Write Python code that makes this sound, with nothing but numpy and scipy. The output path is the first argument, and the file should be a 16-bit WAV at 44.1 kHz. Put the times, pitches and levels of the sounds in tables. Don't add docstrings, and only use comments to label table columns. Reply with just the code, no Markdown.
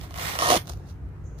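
import sys
import numpy as np
from scipy import signal
from scipy.fft import rfft, irfft
from scipy.io import wavfile
from scipy.ndimage import uniform_filter1d

SR = 44100
rng = np.random.default_rng(int(sys.argv[2]) if len(sys.argv) > 2 else 0)


def generate_wav(signal):
    frames = np.transpose(np.atleast_2d(signal))
    scaled = np.clip(frames, -1, 1) * 32767
    pcm = np.round(scaled).astype(np.int16)
    wavfile.write(sys.argv[1], SR, pcm)


N = 61739
TIME = np.arange(N) / SR


def amp(db):
    return 10 ** (np.asarray(db) / 20)


def unit_rms(x):
    return x / np.sqrt(np.mean(x ** 2) + 1e-20)


def curve(rows, column=1):
    rows = np.array(rows)
    return np.interp(TIME, rows[:, 0], rows[:, column])


def at_hz(spectrum, hz):
    f, value = np.transpose(spectrum)
    return np.interp(np.log(hz + 1), np.log(f + 1), value)


def drift(seconds):
    hz = np.fft.rfftfreq(N, 1 / SR)
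    return unit_rms(irfft(rfft(rng.standard_normal(N)) / (1 + (2 * hz * seconds) ** 4), N))


def colour(spectrum, size=2048):
    log_gain = np.log(amp(at_hz(spectrum, abs(np.fft.fftfreq(size, 1 / SR)))))
    return np.fft.ifft(np.exp(np.conj(signal.hilbert(log_gain)))).real[:size // 2]


def through(x, response):
    return signal.fftconvolve(x, response)[:N]


def resonate(x, hz, width_hz, rise_s):
    t = TIME[:SR // 8]
    ring = np.exp(-np.pi * width_hz * t) * np.cos(2 * np.pi * hz * t) * (1 - np.exp(-t / rise_s))
    return through(x, ring / np.linalg.norm(ring))


def slips(per_s, spread_db=1, clump_db=1, clump_s=0.0026):
    size = amp(spread_db * np.minimum(rng.exponential(1, N), 3) - clump_db * drift(clump_s))
    clicks = size * rng.choice([-1., 1.], N) * (rng.random(N) < per_s / SR)
    return clicks / np.sqrt(abs(uniform_filter1d(clicks ** 2, size=900)) + 1e-9)


def avalanches(rows, decay_s=0.001, edge=0.8, size=256):
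    cracks, tugs = np.zeros((2, N + size))
    for start_s, crack_db, thump_db in rows:
        burst = rng.standard_normal(size) ** 3 * np.exp(-TIME[:size] / decay_s)
        burst[0] = edge * np.linalg.norm(burst)
        at = round(start_s * SR)
        cracks[at:at + size] += 0.3 * amp(crack_db) * unit_rms(burst)
        tugs[at] += 9 * amp(thump_db)
    return cracks[:N], tugs[:N]


def crackle(clicks, spectrum, creases=10, scatter=1.5, scatter_s=0.0014):
    crease = rng.integers(0, creases, N)
    t, tone = TIME[:SR // 100], colour(spectrum)
    mics = np.zeros((2, N))
    for k in range(creases):
        for mic in mics:
            path = rng.standard_normal(len(t)) * np.exp(-t / scatter_s)
            path *= scatter / np.linalg.norm(path)
            path[0] = 1
            mic += through(clicks * (crease == k), path / np.linalg.norm(path))
    return np.array([through(mic, tone / np.linalg.norm(tone)) for mic in mics])


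# frequency_hz, relative_db
YARD_SPECTRUM = [(20, -25), (38, -17.5), (54, 8), (75, -1), (110, -12.5), (160, -6), (220, -20.5),
                 (400, -23), (900, -33.5), (1350, -35.5), (2200, -41.5), (3500, -54.5), (8000, -59.5),
                 (15000, -64.5)]

def yard(level_db=-38.5, patch_db=2, swell_db=2.5, rumble_hz=110, apart_hz=800):
    frames, hz = N // 512 + 5, np.fft.rfftfreq(2048, 1 / SR)[:, None]
    a, b, c, d, patches = rng.standard_normal((frames, len(hz), 5)).T
    patches = unit_rms(uniform_filter1d(uniform_filter1d(patches, size=10, axis=0), size=8, axis=1))
    swell = np.resize(drift(seconds=0.045)[::512], frames) / (1 + (hz / rumble_hz) ** 4)
    gain = amp(at_hz(YARD_SPECTRUM, hz) + patch_db * patches + swell_db * swell)
    alike = 0.9 / (1 + (hz / apart_hz) ** 2)
    left = a + 1j * b
    right = alike * left + np.sqrt(1 - alike ** 2) * (c + 1j * d)
    wash = signal.istft(np.array([left, right]) * gain, nperseg=2048, noverlap=1536)[1]
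    return amp(level_db) * unit_rms(wash[:, :N])


# pitch_hz, level_db
HUM_TONES = [(97.5, -44.5), (140.5, -48), (280, -61.5), (334, -67)]

def machine_hum(waver_hz=2.596, waver_db=1, waver_s=0.12):
    hum = np.zeros(N)
    for hz, db in HUM_TONES:
        strength = amp(waver_db * drift(waver_s))
        phase = 2 * np.pi * np.cumsum(hz + waver_hz * drift(waver_s)) / SR
        hum += amp(db) * unit_rms(strength * np.sin(phase))
    return hum


def machine_whir(level_db=-67):
    bands = [resonate(x, hz=1310, width_hz=440, rise_s=0.0052) for x in rng.standard_normal((2, N))]
    return amp(level_db) * np.array([unit_rms(band) for band in bands])


# time_s, level_db
CREEP_LEVEL = [(0, -48), (.04, -43.5), (.085, -54.5), (.135, -50), (.165, -38), (.22, -30.5), (.29, -28),
               (.325, -31.5), (.36, -31.5), (.381, -37.5), (.42, -60), (.45, -100)]
# frequency_hz, relative_db
CREEP_SPECTRUM = [(100, -11.5), (250, -6), (500, 1.5), (1000, 2.5), (1500, -2), (2200, 4.5), (3100, -1),
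                  (4200, -0.5), (6300, -5), (7800, -8), (9200, -10.5), (12000, -8), (15000, -8.5)]

def tape_creep():
    return crackle(slips(per_s=6000) * amp(curve(CREEP_LEVEL)), CREEP_SPECTRUM)


# time_s, level_db, centre_hz
SHEET_DRIVE = [(0, -79, 770), (.13, -55, 890), (.18, -50, 900), (.37, -40.5, 1190), (.42, -27.5, 1055),
               (.487, -20.5, 1040), (.505, -21, 704), (.555, -20, 600), (.574, -31.5, 390),
               (.588, -70, 280), (.68, -90, 614), (.8, -100, 350)]
# pitch_hz, width_hz, relative_db
SHEET_RESONANCES = [(171.6, 97, 4), (280, 35, -10.5), (385.7, 50, -1.5), (519.6, 47, -4.5), (623.6, 71, -5),
                    (710, 68, 1.5), (977.4, 24, -8), (1073, 84, 0), (1236, 18, -3), (1844, 70, -0.5)]

def sheet_drum(grains, tugs, spread_octaves=0.65):
    drive = grains * amp(curve(SHEET_DRIVE)) + tugs
    centre_hz = curve(SHEET_DRIVE, column=2)
    gains = [amp(db) * np.exp(-0.5 * (np.log2(hz / centre_hz) / spread_octaves) ** 2)
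             for hz, _, db in SHEET_RESONANCES]
    total = np.linalg.norm(gains, axis=0)
    return sum(resonate(drive * gain / total, hz, width_hz, rise_s=0.0009)
               for gain, (hz, width_hz, _) in zip(gains, SHEET_RESONANCES))


# start_s, crack_db, thump_db
GLUE_SNAPS = [(0.0121, -32, -64), (.038, -36, -36), (0.0585, -50, -45.5), (0.108, -34.5, -36),
              (.124, -42, -50), (0.1418, -28.5, -36.5), (0.1593, -28, -31.5), (0.1757, -30, -37.5),
              (0.1854, -24, -28), (.197, -24.5, -39), (0.213, -23.5, -41), (0.2932, -24, -34),
              (.3526, -25, -23.5), (0.3888, -12, -20.5), (.398, -20, -24), (.412, -17.5, -36),
              (.4218, -15, -13), (.447, -20, -19), (.503, -11, -10), (.512, -16, -41), (.5158, -25, -39),
              (.521, -21, -12.5), (.532, -16, -39), (.547, -19, -23), (.565, -16, -18.5), (0.571, -21, -36)]
# time_s, level_db
RIP_LEVEL = [(.37, -100), (.384, -45), (.395, -29.5), (.43, -25.5), (.47, -25.5), (.51, -19), (.55, -22.5),
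             (.572, -22.5), (.59, -41.5), (.63, -80), (.68, -100)]
# frequency_hz, relative_db
GLUE_SPECTRUM = [(100, -28), (250, -10), (500, -5.5), (1000, -2), (1450, -7), (1900, -1), (2400, -5.5),
                 (2900, 0.5), (4200, -3), (6400, -3.5), (8000, -15.5), (9200, -7.5), (12000, -13.5),
                 (15500, -14)]

def glue_rip(grains):
    cracks, tugs = avalanches(GLUE_SNAPS)
    return crackle(grains * amp(curve(RIP_LEVEL)) + cracks, GLUE_SPECTRUM), tugs


def sheet_flap(start_s=0.56, length_s=0.018, from_hz=397.2, to_hz=110, level_db=-27.5):
    progress = np.clip((TIME - start_s) / length_s, 0, 1)
    hz = from_hz * (to_hz / from_hz) ** progress
    cycles = np.cumsum(hz) / SR + rng.random()
    return amp(level_db) * np.sin(np.pi * progress) * np.sin(2 * np.pi * cycles)


# time_s, level_db
RUSTLE_LEVEL = [(.59, -85), (.668, -54.5), (.69, -43.5), (.73, -52.5), (.755, -62.5), (.80, -64),
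                (.845, -66.5), (.90, -52.5), (.95, -73), (1.0, -86), (1.37, -79), (1.388, -51), (1.4, -57)]
# start_s, crack_db, thump_db
PLASTIC_CRINKLES = [(.606, -49, -50), (.618, -36, -48), (.657, -43, -50), (.6715, -32, -49),
                    (.678, -32.5, -37), (.6953, -24, -32), (.6985, -25.5, -31.5), (.7205, -35, -45),
                    (.735, -36, -40), (.773, -45, -51), (.7975, -58, -36.5), (.846, -66, -47),
                    (1.089, -58.5, -62)]
# frequency_hz, relative_db
PLASTIC_SPECTRUM = [(100, -16), (500, -2), (1000, 1), (1900, -4), (2400, -2.5), (3300, 1.5), (6400, 1),
                    (8000, -9.5), (9200, -4), (12000, -8), (15500, -8)]

def slack_plastic(grains):
    crinkles, tugs = avalanches(PLASTIC_CRINKLES)
    rustle = grains * amp(curve(RUSTLE_LEVEL)) * (TIME > RUSTLE_LEVEL[0][0])
    return crackle(rustle + crinkles, PLASTIC_SPECTRUM), tugs


# time_s, level_db
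HISS_LEVEL = [(1.228, -100), (1.242, -69.5), (1.27, -60.5), (1.32, -68), (1.4, -69)]

def hiss(centre_hz=6560, width_hz=1500, left_db=-5):
    hz = np.fft.rfftfreq(N, 1 / SR)
    band = 1 / (1 + (2 * (hz - centre_hz) / width_hz) ** 4)
    noise = unit_rms(irfft(rfft(rng.standard_normal((2, N))) * band, N))
    return noise * amp(curve(HISS_LEVEL)) * amp([[left_db], [0]])


# frequency_hz, decay_s
HULL_DECAY = [(150, .18), (700, .22), (3000, 0.15), (8000, 0.12), (15000, 0.25)]

def reflections(x, build_s=0.018):
    hz, t, noise = signal.stft(rng.standard_normal((2, SR // 2)), SR, nperseg=256)
    envelope = amp(-60 * t / at_hz(HULL_DECAY, hz)[:, None]) * np.minimum(t / build_s, 1)
    tails = signal.istft(noise * envelope, SR, nperseg=256)[1]
    return np.array([through(x, tail / np.linalg.norm(tail)) for tail in tails])


# frequency_hz, gain_db
LEFT_SHADOW = [(100, -2.5), (1000, -0.5), (1300, 3), (1900, -2.5), (3000, -7.5), (5000, -7), (7000, -8),
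               (8800, -0.5), (10800, -8), (12500, -3.5), (15000, -8.5)]

def from_the_right(left, right, lag_s=0.00026):
    late = np.r_[np.zeros(round(lag_s * SR)), left]
    return np.array([through(late, colour(LEFT_SHADOW)), right])


def scene():
    grains = slips(per_s=2600)
    rip, glue_tugs = glue_rip(grains)
    rustle, plastic_tugs = slack_plastic(grains)
    tape = tape_creep() + rip + rustle
    sheet = sheet_drum(grains, glue_tugs + plastic_tugs)
    left, right = tape + sheet + amp(-10.5) * reflections(tape[1]) + amp(-32) * reflections(sheet)
    background = yard() + machine_hum() + machine_whir()
    return background + from_the_right(left, right) + sheet_flap() + hiss()


def record(dry, low_cut_hz=42, band_limit_hz=15550):
    low_cut = signal.butter(N=4, Wn=low_cut_hz, btype="high", fs=SR, output="sos")
    band_limit = signal.firwin(511, band_limit_hz, window=("kaiser", 9), fs=SR)
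    return signal.oaconvolve(signal.sosfilt(low_cut, dry), band_limit[None], "same")


dry = scene()
out = record(dry)
generate_wav(out)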